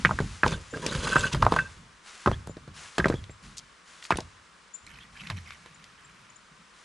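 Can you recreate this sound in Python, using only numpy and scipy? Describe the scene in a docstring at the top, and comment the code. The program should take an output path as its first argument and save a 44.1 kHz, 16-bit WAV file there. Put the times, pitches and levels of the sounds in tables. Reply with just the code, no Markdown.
"""A quiet, damp forest: flat stones are set down, rocked and dragged on a low dry wall.
Impacts clack as brief pulses, crush grit and thud into the ground; a dragged slab scrapes by stick-slip
and sings in its modes. Rain clothes swish as shaped noise, and a small bird whistles gliding tones.
Sparse reflections answer from between the stones and from the trees."""
import sys
import numpy as np
from scipy import signal
from scipy.fft import rfft, irfft
from scipy.io import wavfile
from scipy.ndimage import uniform_filter1d

SR = 44100
rng = np.random.default_rng(int(sys.argv[2]) if len(sys.argv) > 2 else 0)


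def materialize(psi):
    """Save the field psi as 16-bit PCM at rate SR to the path in sys.argv[1].

    A 1-D psi becomes a single channel; in a 2-D psi each row is a channel.
    """
    bounded = np.clip(np.atleast_2d(psi).T, -1, 1)
    quanta = np.round(bounded * 32767).astype(np.int16)
    wavfile.write(sys.argv[1], SR, quanta)


N = 302016
TIME = np.arange(N) / SR
# All table levels are relative: each layer sets its own balance.


def amp(db):
    """Logarithmic level: decibels to amplitude gain."""
    return 10 ** (np.asarray(db) / 20)


def unit(x):
    """Normalisation: scales to rms 1."""
    return x / np.sqrt(np.mean(x ** 2) + 1e-20)


def add(mix, start_s, sound):
    """Superposition: sums a sound into the mix from start_s."""
    part = mix[max(round(start_s * SR), 0):][:len(sound)]
    part += sound[:len(part)]


def colour(x, spectrum):
    """Spectral filtering: gains interpolated over log frequency, output at rms 1."""
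    hz, level_db = np.transpose(spectrum)
    f = np.fft.rfftfreq(len(x), 1 / SR)
    gain = amp(np.interp(np.log(f + 1), np.log(hz), level_db))
    return unit(irfft(rfft(x) * gain, len(x)))


def hiss(size, lo_hz, hi_hz):
    """Band-limited noise at rms 1."""
    band = signal.butter(2, [lo_hz, min(hi_hz, SR / 2.2)], "band", fs=SR, output="sos")
    noise = rng.standard_normal(size * 2)
    return unit(signal.sosfilt(band, noise)[size:])  # the filter's start-up is dropped


def grains(per_s, spread_db):
    """Shot noise: random clicks of very unequal size."""
    size = amp(spread_db * np.minimum(rng.exponential(1, N), 4))
    return size * rng.choice([-1, 1], N) * (rng.random(N) < per_s / SR)


def drift(length, size):
    """Slow random modulation: twice-smoothed noise at rms 1, changing over about size samples."""
    smooth = uniform_filter1d(rng.standard_normal(length), size)
    return unit(uniform_filter1d(smooth, size))


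def swell(t, peak_s):
    """Pulse envelope: a smooth rise to 1 at peak_s, then a fall that tends to exponential."""
    return (t / peak_s * np.exp(1 - t / peak_s)) ** 2


def strokes(rows, rise_s, sag_db_per_s, t60):
    """Energy summation of rows (start, length, level): each rises, sags steadily, then dies away."""
    power = np.zeros(N)
    for start_s, length_s, level_db in rows:
        t = np.maximum(TIME - start_s, 0)
        fall_db = sag_db_per_s * t + 60 * np.maximum(t - length_s, 0) / t60
        power += (np.minimum(t / rise_s, 1) * amp(level_db - fall_db)) ** 2
    return np.sqrt(power)


def echoes(x, t60, start_s, top_hz):
    """Reverberation: sparse, low-passed reflections of random sign with exponential decay."""
    t = np.arange(SR // 2) / SR
    arrivals = rng.choice([-1, 1], len(t)) * (rng.random(len(t)) < 2000 / SR)
    taps = arrivals * (t > start_s) * amp(-60 * t / t60)
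    taps = taps / (np.linalg.norm(taps) + 1e-9)
    taps = signal.lfilter(*signal.butter(1, min(top_hz, SR / 2.2), fs=SR), taps)
    return signal.oaconvolve(x, taps)[:N]


def place(x, left_db, width_db):
    """Stereophony: a level difference, plus scatter of opposite sign in the two ears."""
    side = amp(width_db) * echoes(x, t60=0.022, start_s=.0005, top_hz=12000)
    return np.array([x * amp(left_db / 2) + side, x * amp(-left_db / 2) - side])


# Spectrum of the woods: pitch_hz [Hz], level_db [dB per Hz]
FOREST_SPECTRUM = [(25, -24), (60, -9), (110, -27), (165, -8), (290, -16), (480, -14.5), (780, -17.5),
                   (1090, -7.5), (1550, -9.5), (2400, -14.5), (7600, -23), (9900, -28), (11500, -46)]


def forest():
    """Stationary broadband noise: the steady, distant wash of the woods."""
    wash = colour(rng.standard_normal(N), FOREST_SPECTRUM)
    return place(amp(-57) * wash, left_db=0.5, width_db=-7)


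# An arm or leg moves in rain clothes: start_s [s], length_s [s], level_db [dB]
SWISHES = [(-.08, 0.46, -47), (.42, 0.66, -52.5), (.72, 1, -50.5), (2.03, 0.25, -49), (2.73, 0.12, -46),
           (2.92, 0.2, -52), (3.41, 0.024, -51), (3.84, 0.35, -54), (5.1, 0.51, -59), (6.72, 0.13, -60)]
# Spectrum of the sliding cloth: pitch_hz [Hz], level_db [dB per Hz]
CLOTH_SPECTRUM = [(150, -3.5), (600, -2.5), (1100, 7), (2000, 6), (4000, 2.5), (7500, 1), (8300, -4.5),
                  (10200, -4), (11500, -28.5)]
SWISH_RISE_S, SWISH_SAG_DB_PER_S, SWISH_T60 = 0.042, 3.5, 0.76


def clothes():
    """Sliding friction: coated cloth hisses continuously, with fine impulsive crinkles."""
    weave = unit(rng.standard_normal(N)) + unit(grains(per_s=1800, spread_db=0.0))
    movement = strokes(SWISHES, SWISH_RISE_S, SWISH_SAG_DB_PER_S, SWISH_T60)
    return place(movement * colour(weave, CLOTH_SPECTRUM), left_db=2, width_db=-18.0)


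# Weight leans on the wall or the ground: start_s [s], length_s [s], level_db [dB]
LEANS = [(-.03, 0.26, -40.5), (.91, 0.047, -46), (1.32, 0.097, -34), (1.76, 0.025, -49), (2.55, 0.2, -54),
         (3.42, 0.072, -48), (4.83, 0.64, -57), (5.55, 0.83, -65)]
# Spectrum of the rumbling soil: pitch_hz [Hz], level_db [dB per Hz]
GROUND_SPECTRUM = [(20, -19), (32, -6), (45, 9.5), (80, -1.5), (145, 5.5), (220, -1.5), (400, -19),
                   (1000, -44)]
LEAN_RISE_S, LEAN_SAG_DB_PER_S, LEAN_T60 = 0.012, 2, 0.6
# The soil's answer to thuds and drags
SHAKE_DB, SHAKE_RISE_S, SHAKE_T60, DRAG_SHAKE_DB = -20.5, 0.0089, 0.39, -8.5
# The loaded wall's own low rocking
ROCK_DB, ROCK_LO_HZ, ROCK_HI_HZ, ROCK_T60 = -21, 61, 104, 0.72


def ground(hollow):
    """Damped vibration: soil rumbles after thuds, under drags and leans; the wall rocks on longer."""
    t, rocking = np.arange(SR) / SR, np.zeros(N)
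    leaning = strokes(LEANS, LEAN_RISE_S, LEAN_SAG_DB_PER_S, LEAN_T60)
    rumbling = leaning ** 2 + (amp(DRAG_SHAKE_DB) * hollow) ** 2  # powers add
    onset = np.minimum(t / SHAKE_RISE_S, 1)
    for start_s, *_, thud_db in KNOCKS:
        add(rumbling, start_s, (onset * amp(thud_db + SHAKE_DB - 60 * t / SHAKE_T60)) ** 2)
        add(rocking, start_s, (onset * amp(thud_db + ROCK_DB - 60 * t / ROCK_T60)) ** 2)
    soil = np.sqrt(rumbling) * colour(rng.standard_normal(N), GROUND_SPECTRUM)
    wall = np.sqrt(rocking) * hiss(N, ROCK_LO_HZ, ROCK_HI_HZ)
    return place(soil + wall, left_db=-1, width_db=-42.0)


def clack(t, hz, peak_s):
    """Contact pulse: a few cycles under a swell that peaks at peak_s."""
    return swell(t, peak_s) ** 1.52 * np.sin(2 * np.pi * hz * (t - peak_s))


RATTLE_DB, RATTLE_S, RATTLE_FALL_DB = -21.5, .026, 14


def rattle(t, hz, peak_s):
    """Repeated impact: a stone settles in five weaker touches, each at a pitch of its own."""
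    out = np.zeros(len(t))
    for late, tone in rng.random(size=(5, 2)):
        touch = clack(t[:SR // 50], hz * 2 ** (1.44 * tone - .8), peak_s)
        add(out, 0.004022 + RATTLE_S * late, amp(-RATTLE_FALL_DB * late) * touch)
    return out


# Stone on stone: start_s [s], clack level_db [dB], clack pitch_hz [Hz], contact_ms (pulse peak) [ms],
# grit level_db [dB], hollow body level_db [dB], ground thud level_db [dB]
KNOCKS = [(0.0489, 1, 1790, 1.02, -62, -17, -21.5), (0.0547, -6, 2100, 1.4, -53, -23.5, -20),
          (0.092, -15, 980, 1.34, -65, -39, -24), (0.1094, -8, 1070, 0.97, -62, -22, -26),
          (0.1881, -11, 1600, 1.15, -49, -27.5, -37), (0.202, -18.5, 880, 0.95, -43, -15, -15.5),
          (0.4329, -2, 1570, 1.33, -62, -16, -28), (0.442, -6.5, 1250, 1.03, -60, -25, -17.5),
          (0.4622, -10, 1000, 1.64, -38, -15, -27), (0.5218, -21, 1090, 1, -53, -30, -21),
          (0.7377, -26.5, 1500, 0.88, -69, -25.5, -42), (0.7717, -31.5, 1290, 1.55, -49, -24.5, -41),
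          (0.8628, -33, 1580, 1.1, -41, -18, -39), (0.9499, -54, 1250, 1.0, -38.5, -31, -19),
          (1.0706, -18.5, 950, 1.1, -52, -27, -49), (1.157, -10, 1320, 1.57, -59, -12, -20),
          (1.164, -3.5, 1270, 1.16, -59, -35, -20.5), (1.185, -25, 1100, 2.1, -53, -33, -25),
          (1.3375, -33, 2120, 1.15, -53, -25, -17), (1.3464, -10, 1200, 1, -38.5, -19, -24),
          (1.4236, -16, 1110, 1.3, -34.5, -28, -18), (1.4264, -2.5, 1080, 1.07, -57, -36, -12),
          (1.4495, -18, 1170, 0.99, -40, -25, -37), (1.4656, 3, 880, 0.66, -63, -19, -36),
          (1.521, -8.5, 1020, 2.03, -38, -11.5, -24.5), (1.5388, -14, 860, 0.76, -41.5, -22.5, -28.5),
          (1.5626, -8.5, 1100, 1.57, -39, -44, -47), (1.5875, -10.5, 1780, 1.1, -58, -44, -30.5),
          (2.2601, -5.5, 1200, 1.17, -41.5, -20, -16.5), (2.2737, -6, 1210, 1.22, -44.5, -7, -19),
          (2.279, -14, 960, 1.43, -55, -16.5, -15), (2.315, -11, 950, 0.42, -46, -21.5, -41),
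          (2.4733, -26, 912, 0.46, -59, -33.5, -30.5), (2.4953, -33, 666, 0.37, -69, -27.5, -37),
          (2.5684, -42, 935, 1, -56, -28, -39), (2.6768, -37.5, 1010, 1.04, -56, -35, -34),
          (2.9817, -10, 930, 0.8, -27.5, -15, -50), (2.9935, -40, 1400, 0.83, -58, -13, -18.5),
          (2.9995, -10.5, 1660, 1.7, -62, -21, -24), (3.043, -9, 1780, 1.25, -60, -19, -39),
          (3.0567, -8.5, 1320, 0.71, -38, -8, -15.5), (3.083, -27, 900, 0.9, -40, -28.5, -28),
          (3.0996, -23, 1040, 1.34, -43, -10, -19.5), (3.1235, -24.5, 1590, 1.5, -60, -27, -40),
          (3.14, -33, 1360, 1.5, -50, -16.5, -24), (3.2951, -37.5, 2070, 1.27, -69, -34.5, -38.5),
          (4.1055, -6.5, 995, 1.94, -34, -16.5, -34), (4.1164, -13, 1220, 1.02, -51, -25, -45),
          (4.1219, -7, 1410, 1.1, -42, -19, -23), (4.1567, -31, 1000, 0.92, -46, -28, -34),
          (4.186, -20, 900, 1.37, -45, -18, -32.5), (5.3, -24, 1110, 1.9, -37, -37.5, -28),
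          (5.6597, -32, 1240, 0.46, -52.5, -45, -69)]
# Spectrum of crushed grit: pitch_hz [Hz], level_db [dB per Hz]
GRIT_SPECTRUM = [(700, -12.5), (1500, 8), (2600, -1), (3600, 1), (5500, -7), (8000, -13), (11000, -23)]


def knocks():
    """Impact: a clack of a few cycles, crushed grit, a hollow note from the gaps, then the ground."""
    t = np.arange(SR // 4) / SR
    clacks, grit, low = np.zeros((3, N))
    for start_s, clack_db, hz, contact_ms, grit_db, body_db, thud_db in KNOCKS:
        peak_s = contact_ms / 1000
        # rough faces touch at many points
        chatter = swell(t, peak_s=1.76 * peak_s) * hiss(len(t), hz * 0.51, hz * 1.253)
        add(clacks, start_s, amp(clack_db) * (0.67 * clack(t, hz, peak_s) + 0.15 * chatter))
        if clack_db > -25:  # only a firm blow rattles
            add(clacks, start_s, amp(RATTLE_DB + clack_db / 2) * rattle(t, hz, peak_s))

        crush = swell(t, peak_s=0.0018) + 0.21 * swell(t, peak_s=0.0089)
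        sand = rng.standard_normal(len(t)) * amp(rng.standard_normal(len(t)))
        add(grit, start_s - .0005, amp(grit_db + 8) * crush * colour(sand, GRIT_SPECTRUM))

        fall_hz = 175 + 380 * np.exp(-t / 0.0025)  # the note sinks as the weight comes down
        body = swell(t, peak_s=0.0015) * np.sin(2 * np.pi * np.cumsum(fall_hz) / SR)
        gaps = swell(t, peak_s=0.0068) * hiss(len(t), 358, 640)
        add(low, start_s, amp(body_db + 3.0) * (0.56 * body + 0.091 * gaps))

        thud_hz = 142 * amp(rng.standard_normal())
        thud = (1 - np.exp(-t / 0.0026)) * np.exp(-t / 0.0064) * np.sin(2 * np.pi * thud_hz * t)
        settle = swell(t, peak_s=0.025) * hiss(len(t), 35, 146)
        add(low, start_s + 0.0022, amp(thud_db) * (1.47 * thud + 0.18 * settle))
    # bounces among the stones
    between = amp(-10.0) * echoes(clacks, t60=0.064, start_s=0.002, top_hz=3000)
    bright = place(clacks + between + grit, left_db=-1.5, width_db=-17)
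    return bright + place(low, left_db=0.1, width_db=-59.0)


# Stretches of a stone's drag over its neighbours, some joining into one long drag:
# start_s [s], length_s [s], gritty level_db [dB], hollow level_db [dB]
DRAGS = [(0.442, 0.093, -41.5, -34), (0.721, 0.088, -52, -36), (0.814, 0.14, -42.5, -34.5),
         (0.899, 0.12, -39.5, -36.5), (1.021, 0.24, -34.5, -31.5), (1.312, 0.015, -38, -46),
         (1.392, 0.17, -48, -39), (1.504, 0.09, -44.5, -35)]
DRAG_RISE_S, DRAG_SAG_DB_PER_S, DRAG_T60 = 0.013, 12.5, 0.25


def dragging():
    """Friction drive: the gritty and hollow strength of the drag over time."""
    start_s, length_s, *levels = np.transpose(DRAGS)
    return [strokes(zip(start_s, length_s, level_db), DRAG_RISE_S, DRAG_SAG_DB_PER_S, DRAG_T60)
            for level_db in levels]


def pebbles(per_s, count):
    """Modal micro-impacts: many small contacts ring for a moment at one of count pitches, at rms 1."""
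    t, out = np.arange(SR // 25) / SR, np.zeros(N)
    for hz in np.geomspace(750, 6500, count) * rng.uniform(0.928, 1.05, count):
        envelope = (1 - np.exp(-t / .0004)) * np.exp(-t / .0022)
        tink = envelope * np.sin(2 * np.pi * hz * t) * np.sqrt(hz)
        for moment, size in rng.random((int(per_s * N / SR / count), 2)):
            add(out, moment * N / SR, amp(10.7 * size ** 2) * tink)
    return unit(out)


def resonate(x, hz, width_hz):
    """Resonance: a one-pole filter in a rotating frame follows the curve hz, at rms 1."""
    turn = np.exp(2j * np.pi * np.cumsum(hz) / SR)
    r = np.exp(-np.pi * width_hz / SR)
    return unit((turn * signal.lfilter([1 - r], [1, -r], x / turn)).real)


# Resonances of the stones beneath: pitch_hz [Hz], width_hz [Hz], level_db [dB]
WALL_MODES = [(967, 75, 0.5), (1165, 60, -4.5), (1554, 70, 2.5), (2700, 160, -5), (3260, 41, -11),
              (3650, 49, -9)]
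WALL_WANDER, WALL_PATCHY_DB = 0.027, 7  # rms wander as a fraction of pitch, rms level change in dB
# The large stone pressed and twisted into gravel: start_s [s], length_s [s], level_db [dB]
PRESSES = [(4.86, 0.19, -55.5), (5.15, 0.17, -49), (5.36, 0.024, -49), (5.455, 0.087, -51),
           (5.6, 0.72, -63)]
PRESS_RISE_S, PRESS_SAG_DB_PER_S, PRESS_T60 = 0.0081, 2, 0.15
# Filters for scraped sand, the hollow layer and gravel: pitch_hz [Hz], level_db [dB]
SCRAPE_SPECTRUM = [(500, -23), (800, -4), (1050, 3.5), (1600, 3), (2000, 0), (3700, 0.5), (5500, -3),
                   (7700, 0.5), (8300, -3.5), (10300, -3), (11800, -30)]
HOLLOW_SPECTRUM = [(60, -32), (150, 6), (300, -3), (480, 2), (620, -3), (800, -37), (1500, -51)]
GRAVEL_SPECTRUM = [(300, -22), (900, -5), (1600, 1), (2200, 5), (3200, -2.5), (4500, -10.5), (10000, -11)]


def scrapes(gritty, hollow):
    """Stick-slip: grit breaks under a catching stone; wall modes come and go as the contact travels."""
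    catch = amp(2 * drift(N, size=130))
    breaking = unit(grains(per_s=6800, spread_db=4)) + 0.78 * pebbles(per_s=5000, count=48)
    sand = colour(breaking, SCRAPE_SPECTRUM)
    sung = np.zeros(N)
    for hz, width_hz, level_db in WALL_MODES:
        strength = amp(level_db + WALL_PATCHY_DB * drift(N, size=900))
        wander_hz = hz * (1 + WALL_WANDER * drift(N, size=1800))
        sung += strength * resonate(sand, wander_hz, width_hz)
    drag = gritty * (amp(-1.0) * sand + amp(-2.5) * unit(sung))
    drag += amp(-4.5) * hollow * colour(grains(per_s=1400, spread_db=4.0), HOLLOW_SPECTRUM)

    crackle = unit(grains(per_s=700, spread_db=5.5)) + 1.25 * pebbles(per_s=1300, count=40)
    pressing = strokes(PRESSES, PRESS_RISE_S, PRESS_SAG_DB_PER_S, PRESS_T60)
    gravel = pressing * colour(crackle, GRAVEL_SPECTRUM)
    dragged = place(catch * drag, left_db=-0.8, width_db=-22.0)
    return dragged + place(catch * gravel, left_db=-3.0, width_db=-8.0)


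# Chips and pebbles snapping: start_s [s], level_db [dB], pitch_hz (sets the noise band) [Hz]
TICKS = [(.477, -22.5, 4300), (0.8625, -17.5, 5100), (1.206, -28, 5200), (2.47, -42, 8540),
         (3.2383, -39, 3300), (3.57, -35, 5470), (3.594, -40, 4760), (4.024, -35.5, 3120),
         (4.05, -32, 3500), (4.1697, -28.5, 4700), (4.203, -32.5, 5100), (4.864, -42, 6460),
         (5.2698, -33.5, 3220), (5.5047, -34.5, 2740), (5.84, -40, 4840)]


def ticks():
    """Brittle fracture: small chips give short, bright bursts of noise."""
    t, out = np.arange(SR // 16) / SR, np.zeros(N)
    snap = swell(t, peak_s=0.0018) + 0.11 * swell(t, peak_s=0.012)
    for start_s, level_db, hz in TICKS:
        add(out, start_s + 0.0006, amp(level_db - 4.0) * snap * hiss(len(t), hz * 0.41, hz * 1.25))
    return place(out, left_db=2, width_db=-16.5)


# The slab set singing by a slip or a blow: start_s [s], length_s of contact [s], pitch_hz [Hz], level_db [dB]
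SLIPS = [(0.5, 0.048, 1575, -40), (0.74, 0.0043, 1607, -35.5), (1.041, 0.16, 1530, -38),
         (1.109, 0.022, 1547, -22.5), (1.156, 0.0031, 1555, -15.5), (1.232, 0.0085, 1534, -20),
         (1.566, 0.0018, 1546, -28), (1.587, 0.0024, 1548, -17), (1.647, 0.013, 1570, -38.5)]
# Modes of that slab: ratio to its pitch [1], level_db [dB], t60_s [s]
SLAB_MODES = [(.72, -12, 0.05), (0.999, 2.5, 0.081), (1.701, -16.5, 0.16)]


def slab():
    """Modal vibration: modes build up unevenly during a slip, then ring on; the load shifts their pitch."""
    t, out = np.arange(SR // 3) / SR, np.zeros(N)
    for start_s, length_s, hz, level_db in SLIPS:
        note = 0
        after_s = np.maximum(t - length_s, 0)
        touching = np.exp(-after_s / .02)
        for ratio, mode_db, t60 in SLAB_MODES:
            build = np.minimum(t / length_s, 1) * amp(mode_db - 60 * after_s / t60)
            jitter = .025 * touching * drift(len(t), size=70)
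            judder = amp(3 * touching * drift(len(t), size=90))
            phase = 2 * np.pi * np.cumsum(hz * ratio * (1 + jitter)) / SR
            note = note + build * judder * np.sin(phase)
        add(out, start_s, amp(level_db) * note)
    return place(out, left_db=-0.5, width_db=-30)


# An edge rubbing briefly over a neighbour: start_s [s], length_s [s], pitch_hz (band centre) [Hz],
# width_hz [Hz], level_db [dB]
RUBS = [(0.513, 0.055, 3560, 400, -43.5), (0.886, 0.021, 3700, 400, -35), (1.176, 0.027, 7570, 582, -37),
        (1.265, 0.022, 2850, 304, -32), (1.325, 0.018, 4400, 3650, -34), (2.32, 0.035, 3340, 280, -44.5),
        (2.319, 0.039, 1730, 150, -46), (3.078, 0.024, 5370, 5000, -44), (3.132, 0.076, 3350, 150, -52.5),
        (3.566, 0.033, 5540, 3530, -41), (4.025, 0.054, 5740, 4000, -49.5),
        (4.104, 0.022, 2490, 348, -30.5), (4.1705, 0.0044, 9500, 900, -35.5),
        (4.997, 0.046, 3380, 400, -50.5), (5.197, 0.014, 2880, 600, -40.5), (5.46, 0.085, 2220, 220, -52)]


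def rubs():
    """Friction-driven resonance: a rough edge judders and keeps one resonance of the stone alive."""
    out = np.zeros(N)
    for start_s, length_s, hz, width_hz, level_db in RUBS:
        size = int(length_s * SR)
        unsteady = unit(uniform_filter1d(rng.standard_normal(size), size=130))
        judder = unit(amp(4.3 * unsteady))
        tone = hiss(size, max(hz - width_hz / 2, 100), hz + width_hz / 2)
        add(out, start_s, amp(level_db) * judder * signal.windows.tukey(size, .6) * tone)
    return place(out, left_db=1.5, width_db=-17)


# Bird calls: start_s [s], length_s [s], pitch_hz (reached by the scoop) [Hz], level_db [dB]
CHIRPS = [(0.702, 0.03, 7230, -52.5), (2.481, 0.046, 7130, -56), (3.299, 0.031, 7520, -55.5),
          (4.734, 0.032, 7190, -40), (5.742, 0.016, 7250, -56), (6.04, 0.026, 7460, -56.5),
          (6.298, 0.011, 7230, -54), (6.357, 0.015, 7330, -52)]


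def bird():
    """Frequency modulation: thin whistles scoop up towards their pitch and linger between the trees."""
    out = np.zeros(N)
    for start_s, length_s, hz, level_db in CHIRPS:
        t = np.arange(int(length_s * SR)) / SR
        pitch = hz * (1 - 0.18 * np.exp(-t / 0.0035) + 0.013 * np.sin(2 * np.pi * 65 * t))
        whistle = signal.windows.tukey(len(t), .7) * np.sin(2 * np.pi * np.cumsum(pitch) / SR)
        add(out, start_s, amp(level_db) * whistle)
    trees = amp(-10.5) * echoes(out, t60=0.36, start_s=0.017, top_hz=12000)
    return place(out + trees, left_db=13.5, width_db=-5)


# Faint low bumps of a resonance around 140-200 Hz: start_s [s], length_s [s], level_db [dB]
LOW_BUMPS = [(5.21, 0.15, -47), (5.6, 0.78, -68), (6.51, 0.12, -58)]


def bedding():
    """Damped low resonance: soft ground booms with a sagging note; a band at 140-200 Hz bumps faintly."""
    t, out = np.arange(SR // 2) / SR, np.zeros(N)
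    sag_hz = 78 + 36 * np.exp(-t / 0.065) + 12 * drift(len(t), size=250)
    note = np.sin(2 * np.pi * np.cumsum(sag_hz) / SR)
    add(out, 5.318, amp(-30.5) * (1 - np.exp(-t / 0.004)) * np.exp(-t / 0.065) * note)
    bumps = unit(amp(6.3 * drift(N, size=1100)) * hiss(N, 137, 198))
    return out + bumps * strokes(LOW_BUMPS, LEAN_RISE_S, LEAN_SAG_DB_PER_S, t60=0.16)


def scene():
    """Superposition: stone work and its faint answer from the trees, with clothes, bird and forest."""
    gritty, hollow = dragging()
    stones = knocks() + ticks() + rubs() + slab()
    stones = stones + scrapes(gritty, hollow) + ground(hollow) + bedding()
    trees = np.array([echoes(ear, t60=0.75, start_s=0.014, top_hz=4000) for ear in stones])
    return stones + amp(-27.5) * trees + clothes() + bird() + forest()


EDGE_HZ = 11600


def record(dry):
    """Band limitation: a linear-phase low-pass at EDGE_HZ."""
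    low_pass = signal.firwin(401, EDGE_HZ, window=("kaiser", 8), fs=SR)
    return signal.oaconvolve(dry, low_pass[None], "same")


dry = scene()
out = record(dry)
materialize(out)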